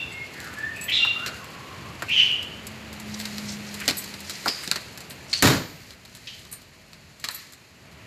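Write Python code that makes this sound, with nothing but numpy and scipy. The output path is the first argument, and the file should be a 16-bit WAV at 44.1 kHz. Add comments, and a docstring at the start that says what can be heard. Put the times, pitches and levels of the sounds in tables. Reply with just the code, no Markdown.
"""Catches, knobs and trim click inside a parked off-road car, and its steel door is slammed, ringing on.
These sounds are short bursts of shaped noise and fading tones. Keys at the ignition are fading sine waves.
Rubbing cloth, metal scrapes and traffic are shaped noise; a bird, a far motor and a deep hum are sine waves.
A carport under which the car stands adds echo. Table levels are relative: later settings shift most of them."""
import sys
import numpy as np
from scipy import signal
from scipy.fft import rfft, irfft, next_fast_len
from scipy.io import wavfile
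from scipy.ndimage import uniform_filter1d, minimum_filter1d, map_coordinates

SR = 44100
rng = np.random.default_rng(int(sys.argv[2]) if len(sys.argv) > 2 else 0)


def inscribe(sig):
    """Save sig as 16-bit PCM at rate SR to the path in sys.argv[1].

    A 1-D sig is mono; a 2-D sig holds one channel per row.
    Samples are clipped to [-1, 1] before scaling.
    """
    pcm = np.round(np.clip(np.atleast_2d(sig).T, -1, 1) * 32767)
    wavfile.write(sys.argv[1], SR, pcm.astype(np.int16))


N = 355446  # length of the sound in samples

# movements of arm and body, felt in cloth and faint ticks: (middle t/s, length/s, level/dB)
MOVES = [(0.451, 0.15, -49.5), (1.35, 0.18, -49.5), (2.215, .35, -46.5), (3.358, 0.6, -43.5),
         (3.943, 0.5, -42.5), (4.519, 0.66, -41.5), (6.31, 0.54, -52.5), (7.368, 0.26, -47.5)]
# colour of a bright metal contact: (f/Hz, level/dB)
TICK = [(4000, -3), (6000, -12), (7400, -2), (9000, -13.5), (14000, -6.5)]


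def amp(db):
    """Turn decibels into a gain."""
    return 10 ** (np.asarray(db) / 20)


def unit(x):
    """Scale to an average strength (rms) of 1."""
    return x / np.sqrt(np.mean(x ** 2) + 1e-20)


def along(points, hz):
    """Read (f/Hz, value) points at any frequency, with straight lines on a log frequency axis."""
    f, values = np.transpose(points)
    return np.interp(np.log(hz + 1), np.log(f), values)


def curves(rows):
    """Give one value per sample for each column after the time."""
    s, *columns = np.transpose(rows)
    now = np.arange(N) / SR
    return [np.interp(now, s, column) for column in columns]


def wobble(rate, size=N):
    """A smooth random curve with rate knots a second."""
    knots = rng.standard_normal(8192)
    return map_coordinates(knots, [np.arange(size) * rate / SR], mode="wrap")


def filtered(x, response):
    """Change the strength of each frequency in x by a response function."""
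    m = next_fast_len(len(x) + 8192)
    spectrum = rfft(x, m) * response(np.fft.rfftfreq(m, 1 / SR))
    return irfft(spectrum, m)[:len(x)]


def noise(spectrum, size=N):
    """Coloured noise of rms 1 that falls away beyond the ends of its spectrum."""
    low_hz, high_hz = spectrum[0][0], spectrum[-1][0]

    def response(hz):
        skirts = 1 / (1 + (low_hz / (hz + 1)) ** 8) / (1 + (hz / high_hz) ** 8)
        return amp(along(spectrum, hz)) * skirts

    return unit(filtered(rng.standard_normal(size), response))


def band(centre_hz, octaves, size):
    """Noise of rms 1 in one hump around a centre frequency."""
    hump = lambda hz: np.exp(-(np.log2((hz + 1) / centre_hz) / octaves) ** 2)
    return unit(filtered(rng.standard_normal(size), hump))


def fade(t, t60):
    """Die away exponentially, by 60 dB in t60 seconds."""
    return np.exp(-np.log(1000) * t / np.maximum(t60, 1e-3))


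def dying(x, t60s):
    """Let each frequency of x die away at its own speed."""
    hz, t, z = signal.stft(x, SR, nperseg=256)
    z = z * fade(t, along(t60s, hz)[:, None])
    return signal.istft(z, SR, nperseg=256)[1][:len(x)]


def add(track, s, sound):
    """Mix a sound into the track at s seconds."""
    part = track[max(round(s * SR), 0):][:len(sound)]
    part += sound[:len(part)]


def echo(x, build=0.0013):
    """The carport's blurred echo: noise that builds up in a moment, then dies at a speed set by pitch."""
    # echo of the carport: (f/Hz, time to fall 60 dB/s)
    carport = [(200, 0.18), (1200, 0.75), (3000, 0.67), (6000, 0.53), (13000, 0.55)]
    tail = dying(rng.standard_normal(SR), carport) * (1 - np.exp(-np.arange(SR) / SR / build))
    return signal.fftconvolve(x, tail / np.linalg.norm(tail))


def clicks(latch_db=-11, bump_db=-11.5, trim_db=-9.5, count=3):
    """Catches snap, panels are bumped and trim ticks as someone handles the controls and climbs out."""
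    # catches of switches, handle and latch:
    # (t/s, level/dB, snap/dB, panel knock/dB, clack/dB, time to fall 60 dB/s)
    latches = [(1.261, -10.5, -8, -15, -15, 0.12), (3.199, -14.5, -9, -31, -24, 0.097),
               (3.253, -13.5, -4, -26, -14, 0.055), (3.381, -12.5, -3.5, -23, -23, 0.051),
               (3.878, -1.5, 0, -14, -18, 0.069), (3.886, -4, -3, -15, -12.5, 0.095),
               (3.908, -6.5, -10, -10, -16, 0.038), (4.139, -20.5, -13, -17, -12, 0.079),
               (4.481, -7.5, -7, -11, -29, 0.072), (4.675, -9.5, -5, -10.5, -35, 0.043),
               (4.713, -8, 13, -17, -11, 0.09), (4.757, -11, -13, -12.5, -7, 0.069),
               (7.24, -6, -12, -25.5, -16.5, 0.064), (7.286, -16, 6.5, -23, -1.5, 0.047)]
    # dull knocks on dashboard and door trim: (t/s, level/dB, clack f/Hz, panel knock/dB)
    bumps = [(1.048, -25, 1140, -7), (2.021, -22, 1480, 3), (4.458, -15, 1000, -3), (4.465, -25, 1340, 7),
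             (4.634, -29.5, 2000, -23)]
    # light ticks of knobs and trim: (t/s, level/dB, bright ring/dB)
    trim = [(0.401, -30, -5), (0.443, -32, 0), (0.537, -30.5, -1.5), (0.896, -26, -3), (2.427, -28, -10),
            (2.667, -35, 8.5), (2.928, -29.5, -2), (2.998, -34, 5), (3.741, -25.5, -3.5), (4.295, -20, -4),
            (4.974, -25, -4), (5.106, -23.5, -12.5), (5.905, -30, -12), (6.05, -31, -8),
            (6.149, -32.5, 0.5), (6.45, -31.5, -11), (6.527, -26.5, -6), (6.931, -32.5, -10)]
    out = np.zeros(N)
    for s, db, snap, knock, clack, t60 in latches:
        sound = click(snap, knock, clack, clack_hz=1460, tick=-11.5, t60=t60)
        add(out, s, amp(db + latch_db) * sound)
    for s, db, clack_hz, knock in bumps:
        sound = click(snap=-4, knock=knock, clack=7, clack_hz=clack_hz, tick=-4.5, t60=0.061)
        add(out, s, amp(db + bump_db) * sound)

    # fainter ticks fall at random around each movement and follow its level
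    faint = []
    for s, length, db in MOVES:
        for _ in range(count):
            tick_s = s + length * rng.uniform(-1, 1)
            tick_db = db + 12.5 + rng.standard_normal()
            faint.append((tick_s, tick_db, 0))
    for s, db, bright in trim + faint:
        sound = click(snap=-6, knock=-16.5, clack=-11, clack_hz=1500, tick=bright, t60=0.076)
        add(out, s, amp(db + trim_db) * sound)
    return out


def click(snap, knock, clack, clack_hz, tick, t60, snap_db=6.0, catch_db=-4, clack_octaves=0.87,
          panel_hold=1.58, give=0.00174, rattle_db=3):
    """A part gives, snaps home and rattles briefly; the panel behind it knocks a little longer."""
    # small steel catches: (f/Hz, level/dB)
    catch_colour = [(1500, -5), (2500, -4), (3400, -6), (4250, 3.5), (5200, -5), (7000, -11)]
    # the panel behind them: (f/Hz, level/dB)
    knock_colour = [(60, -30), (160, -0.5), (400, -4.5), (700, -6.5), (1200, -34)]
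    t = np.arange(SR // 4) / SR
    steel = amp(catch_db) * noise(catch_colour, len(t)) + amp(tick) * noise(TICK, len(t))
    panel = amp(knock) * noise(knock_colour, len(t)) + amp(clack) * band(clack_hz, clack_octaves, len(t))
    rattle = fade(t, t60) * amp(rattle_db * wobble(205, len(t)))
    # the crack of the snap peaks "give" seconds after the start
    crack = amp(snap + snap_db) * fade(np.abs(t - give), 0.003)
    onset = np.minimum(1, t / give) ** 2
    return (steel * (rattle + crack) + panel * (fade(t, t60 * panel_hold) + crack / 2)) * onset


def door(strike_db=-10, strike_t60=0.032, skin_db=-5, boom_db=-5, boom_t60=0.38, swell=0.0015, rattle_db=2):
    """The latch strikes, the door lands on its seal and shudders; the latch spring sings on."""
    # latch, seal, then the panel shudders: (t/s, clash level/dB, boom level/dB)
    slam_hits = [(5.424, -16.5, -44), (5.434, -16.5, -12.5), (5.456, -22.5, -38), (5.469, -17.5, -20),
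                 (5.497, -24.5, -22)]
    # tones of door skin and cabin: (f/Hz, level/dB, time to fall 60 dB/s)
    skin_tones = [(90, -17, .3), (131, -3, .36), (172, -4, .45), (242, -11, .35), (272, -3, .38),
                  (336, -4, .38), (410, -5, .33), (451, -6, .33), (567, -11, .3)]
    # boom of the cabin air: (f/Hz, level/dB)
    air_colour = [(25, -12), (45, -3), (90, -5), (170, 7.5), (400, -4.5), (700, -20)]
    # clash of metal: (f/Hz, level/dB), and how it dies: (f/Hz, time to fall 60 dB/s)
    clash_colour = [(59, -25), (100, -1), (328, -8), (364, -19), (457, -7.5), (693, -13.5), (1630, -11),
                    (2010, -13.5), (3520, -18.5), (3820, -14), (6170, -23), (7140, -18), (8440, -29),
                    (14500, -22)]
    clash_t60 = [(150, 0.51), (600, 0.43), (2000, 0.39), (6000, 0.42), (13000, 0.29)]
    # latch spring: (f/Hz, level/dB, time to fall 60 dB/s)
    spring_tones = [(13313, -37, .6), (14063, -37, .9)]
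    out, t = np.zeros(N), np.arange(SR * 2) / SR
    for s, clash_db, db in slam_hits:
        skin = np.zeros(len(t))
        for hz, level, t60 in skin_tones:
            skin += amp(level) * np.sin(2 * np.pi * (hz * t + rng.random())) * fade(t, t60)
        air = noise(air_colour, len(t)) * fade(t, boom_t60)
        boom = (amp(skin_db) * skin + amp(boom_db) * air) * (1 - np.exp(-t / swell))
        add(out, s, amp(db) * boom)
        clash = dying(noise(clash_colour, len(t)), clash_t60)
        add(out, s, amp(clash_db + rattle_db * wobble(179.0, len(t))) * clash)
    contact = unit(noise(TICK, len(t)) + 0.56 * band(2100, 0.45, len(t)))
    strike = amp(strike_db) * contact * fade(t, strike_t60)
    spring = sum(amp(db) * np.sin(2 * np.pi * hz * t) * fade(t, t60) for hz, db, t60 in spring_tones)
    add(out, slam_hits[0][0], strike + spring)
    return out


def keys(level_db=-17, scatter_db=3, main_db=11, scrape_db=-1, sizzle_db=0, scrape_t60=0.062,
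         contact=0.00078, ring_hold=1.83):
    """Keys swing against each other; where they touch decides which of their tones rings most."""
    # chinks: (t/s, level/dB, strongest tone f/Hz, boost of high tones/dB)
    chinks = [(.122, -35, 7830, -8), (0.761, -29.5, 14000, -8), (0.811, -21.5, 7830, -8),
              (.828, -29, 7830, -10), (0.839, -22.5, 14060, 1), (3.193, -26, 12600, -4),
              (3.969, -19.5, 12290, 0), (3.980, -14.5, 8530, -1), (4.635, -27.5, 9200, 0),
              (5.098, -28, 12650, -1), (6.514, -33, 13300, 6), (6.525, -26, 8830, 2),
              (6.537, -36, 8950, -8), (7.309, -28.5, 9300, 6), (7.345, -24, 11800, 3)]
    # a key's tones: (f/Hz, level/dB, time to fall 60 dB/s before ring_hold stretches it)
    brass = [(4450, -10, .05), (6360, -12, .07), (7180, -6, .06), (7830, 0, .07), (8950, -2, .08),
             (9200, -8, .09), (10750, -14, .05), (11820, -6, .05), (12290, -7, .1), (12600, -8, .1),
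             (13300, -8, .06), (14060, -9, .13)]
    out, t = np.zeros(N), np.arange(SR // 4) / SR
    hz, mode_db, t60 = np.transpose(brass)[:, :, None]
    for s, db, main_hz, high_db in chinks:
        strength, detune, phase = rng.standard_normal((3, len(brass), 1))
        colour_db = high_db * (hz > 11000) + main_db * np.exp(-((hz - main_hz) / 300) ** 2)
        # neighbouring keys keep brushing the one that rings, so its tones chatter
        chatter = np.array([wobble(200, len(t)) for _ in brass])
        tones = np.sin(2 * np.pi * (hz * (1 + 0.0044 * detune) * t + phase) + 0.5 * chatter)
        tone_db = mode_db + colour_db + scatter_db * strength + 2 * chatter
        ring = (amp(tone_db) * tones * fade(t, t60 * ring_hold)).sum(0)
        scrape = amp(scrape_db) * noise(TICK, len(t))
        scrape += amp(sizzle_db + high_db) * band(11050, 0.064, len(t))
        onset = 1 - np.exp(-t / contact)
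        add(out, s, amp(db + level_db) * (ring + scrape * fade(t, scrape_t60)) * onset)
    return out


def slides(octaves=0.67, stick_db=4.0):
    """Cloth catches and slips as it is drawn over the seat, heard as uneven swells of noise."""
    # longer slides: (t/s, length/s, centre f/Hz, level/dB)
    strokes = [(3.113, 0.052, 4770, -42.5), (3.452, 0.11, 5040, -38.5), (3.645, 0.062, 5070, -45.5),
               (3.766, 0.13, 2020, -39), (4.235, 0.17, 5000, -41), (5.272, 0.16, 5400, -39.5)]
    out = np.zeros(N)
    for s, length, centre_hz, db in strokes:
        n = int(length * SR)
        swell = np.sin(np.linspace(0, np.pi, n))
        add(out, s, amp(db + stick_db * wobble(150, n)) * swell * band(centre_hz, octaves, n))
    return out


def cloth(level_db=1, grain_rate=90, grain_db=-9):
    """Sleeve and seat rub, swelling with each movement, with tiny creaks scattered through the hiss."""
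    # colour of rustling cloth: (f/Hz, level/dB)
    rustle = [(880, -27), (1500, -8), (1920, 0.5), (3490, -7), (4220, 1.5), (5670, -7.5), (7120, -4.5),
              (8600, -14), (13600, -11), (14500, -26)]
    now, t = np.arange(N) / SR, np.arange(SR // 50) / SR
    # the faint rub between movements drops at 5.94 s
    power = amp(np.where(now > 5.94, -58, -51.5)) ** 2
    for s, length, db in MOVES:
        power = power + (amp(db) * np.exp(-(2 * (now - s) / length) ** 2)) ** 2
    # grain_rate creaks a second on average, each of random strength
    slips = (rng.random(N) < grain_rate / SR) * rng.random(N)
    grains = signal.fftconvolve(slips, rng.standard_normal(len(t)) * fade(t, 0.018))[:N]
    grains = unit(filtered(grains, lambda hz: amp(along(rustle, hz))))
    stroke = amp(0.7 * wobble(40))
    return amp(level_db) * np.sqrt(power) * stroke * (noise(rustle) + amp(grain_db) * grains)


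def scrapes(ring_octaves=0.11, grit_hz=3250, bite_t60=0.08, tail_db=-5, tail_t60=0.64, attack=0.0015,
            judder_db=2):
    """Metal bites and judders; a slower second fade lets its narrow ring and broad grit hang on."""
    # short metallic scrapes: (t/s, level/dB, ring f/Hz, grit level/dB, grit width/octaves)
    bites = [(4.476, -25, 4870, -7, 1.2), (5.329, -23, 4440, -4.5, 1.14), (6.271, -39, 3050, 4, 0.77)]
    out, t = np.zeros(N), np.arange(SR * 3 // 4) / SR
    shape = fade(t, bite_t60) + amp(tail_db) * fade(t, tail_t60)
    shape *= 1 - np.exp(-t / attack)
    for s, db, ring_hz, grit_db, grit_octaves in bites:
        metal = band(ring_hz, ring_octaves, len(t)) + amp(grit_db) * band(grit_hz, grit_octaves, len(t))
        add(out, s, amp(db + judder_db * wobble(200, len(t))) * shape * metal)
    return out


def bird(count=4):
    """A phrase of whistles and rasps, with an even run of soft falling notes in its middle."""
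    # louder calls: (t/s, length/s, start f/Hz, end f/Hz, level/dB, rasp 0-1)
    calls = [(0, 0.012, 2704, 2730, -31.5, 0.02), (0, 0.022, 3590, 3340, -39.5, 0.3),
             (0.095, 0.17, 2143, 2165, -35, 0.14), (.336, 0.17, 2017, 1237, -40, .7),
             (0.556, 0.14, 1704, 1824, -28.5, 0.11), (0.745, 0.029, 2483, 2633, -38, 0.26),
             (0.879, 0.047, 2300, 2593, -27.5, 0.65), (.881, 0.0217, 3166, 2860, -29.5, 0.3),
             (0.914, 0.079, 3700, 3655, -20.5, 0.36), (0.966, 0.093, 2819, 2737, -18.5, 0.07),
             (0.991, 0.09, 1382, 1242, -44, 0.29), (1.131, .18, 1232, 1580, -37.5, 0.46),
             (2.08, 0.0696, 2593, 2856, -24, 0.57), (2.11, 0.061, 3017, 3090, -21, 0.31),
             (2.164, 0.053, 3042, 2920, -15, 0.27), (2.147, .07, 2610, 2215, -32.5, 0.8)]
    # the repeated soft note: (length/s, start f/Hz, end f/Hz, level/dB, rasp 0-1)
    soft_note = (0.06, 1186, 1002, -45.5, 0.6)
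    soft_start_s, soft_gap_s = 1.388, 0.148
    out = np.zeros(N)
    for s, *shape in calls:
        add(out, s, note(*shape))
    for k in range(count):
        add(out, soft_start_s + k * soft_gap_s, note(*soft_note))
    return out


def note(length, start_hz, end_hz, db, rasp, rasp_depth=0.156, rasp_rate=900, overtone_db=-28, hiss_db=-16,
         direct_db=-5):
    """One gliding whistle, more or less torn by fast pitch flutter, heard mostly through its echo."""
    u = np.linspace(0, 1, int(length * SR))
    flutter = 1 + rasp_depth * rasp * wobble(rasp_rate, len(u))
    hz = (start_hz + (end_hz - start_hz) * u) * flutter
    phase = 2 * np.pi * np.cumsum(hz) / SR
    hiss = amp(hiss_db) * np.sqrt(abs(rasp)) * band(start_hz * 1.07, 0.75, len(u))
    whistle = np.sin(phase) + amp(overtone_db) * np.sin(2 * phase) + hiss
    whistle *= signal.windows.tukey(len(u), 0.3)
    heard = echo(whistle)
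    add(heard, 0, amp(direct_db) * whistle)
    # db sets the loudest short stretch of whistle and echo together
    loudest = np.sqrt(uniform_filter1d(heard ** 2, size=1300).max())
    return amp(db) * heard / loudest


def motor(hold_s=0.41, waver=0.0044, flutter_db=1.5):
    """A far motor's drone swells, holds, fades and sinks in pitch as it passes."""
    peak_s, peak_db, peak_hz = 3.13, -38.5, 212
    rise_db_per_s, fall_db_per_s, sag_hz_per_s = 27.5, 18, 10.5
    t = np.arange(N) / SR - peak_s
    hz = (peak_hz - sag_hz_per_s * t) * (1 + waver * wobble(20))
    db = peak_db + rise_db_per_s * np.minimum(t, 0) - fall_db_per_s * np.maximum(t - hold_s, 0)
    drone = unit(np.sin(2 * np.pi * np.cumsum(hz) / SR))
    return amp(db + flutter_db * wobble(9.7)) * drone


def deep_hum():
    """A faint, low, steady tone fades in around the slam, lingers and fades out."""
    # one hum: (start t/s, length/s, f/Hz, level/dB)
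    hum = (5.3, 2.2, 49, -64.5)
    s, length, hz, db = hum
    out, t = np.zeros(N), np.arange(int(length * SR)) / SR
    add(out, s, amp(db) * np.sin(2 * np.pi * hz * t) * signal.windows.tukey(len(t), 0.5))
    return out


def street(rumble_db=2, street_db=5, drift_db=1):
    """Traffic rumble fills the cabin and thins out in the open, over a higher street noise."""
    # the background as the microphone leaves the cabin: (t/s, rumble level/dB, street level/dB)
    air_levels = [(0, -49.5, -49), (3.7, -46.5, -48.5), (4.4, -53.5, -51.5), (5.5, -46, -52.5),
                  (6.05, -55.5, -59.5), (7.7, -58, -61.5), (8.06, -52, -54.5)]
    # colour of the rumble: (f/Hz, level/dB)
    rumble_colour = [(15, -55), (25, -14), (49, -16), (66, 2.5), (81, 6), (134, 6.5), (200, 2), (254, -0.5),
                     (288, -8.5), (500, -21.5), (650, -4), (1100, -120)]
    # colour of the street noise: (f/Hz, level/dB)
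    street_colour = [(150, -44), (250, -1.5), (383, -0.5), (426, -2), (754, -5.5), (827, -5.5),
                     (1550, -6.5), (2630, -4.5), (6000, -28.5), (7800, -55.5), (13200, -120)]
    low_db, mid_db = curves(air_levels)
    rumble = amp(low_db + rumble_db + drift_db * wobble(6.2)) * noise(rumble_colour)
    return rumble + amp(mid_db + street_db) * noise(street_colour)


def scene(inside_wet_db=-15, outside_wet_db=-6, door_wet_db=-20, dull_hz=4500):
    """Clicks have little echo in the cabin and gain more, dulled, as the microphone goes outside."""
    small, slam = clicks(), door()
    # the echo of the clicks grows from 4.5 s to 6 s
    wet_db = np.interp(np.arange(N) / SR, [4.5, 6], [inside_wet_db, outside_wet_db])
    room = echo(small * amp(wet_db) + slam * amp(door_wet_db))[:N]
    room = filtered(room, lambda hz: 1 / (1 + 1j * hz / dull_hz))
    handling = small + slam + room + keys() + slides() + cloth() + scrapes()
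    background = bird() + motor() + deep_hum() + street()
    mono = handling + background
    return np.array([mono, mono])


def record(dry, ceiling=0.79, top_hz=14450):
    """A mono microphone with a fast peak limiter, then a cut of everything above the top frequency."""
    needed = np.minimum(1, ceiling / (np.abs(dry[0]) + 1e-9))
    # hold the lowest gain for about 3 ms and smooth it
    gain = uniform_filter1d(minimum_filter1d(needed, size=130), size=130)
    mono = filtered(dry[0] * gain, lambda hz: np.clip((top_hz - hz) / 300 + 0.5, 0, 1))
    return np.array([mono, mono])


dry = scene()
out = record(dry)
inscribe(out)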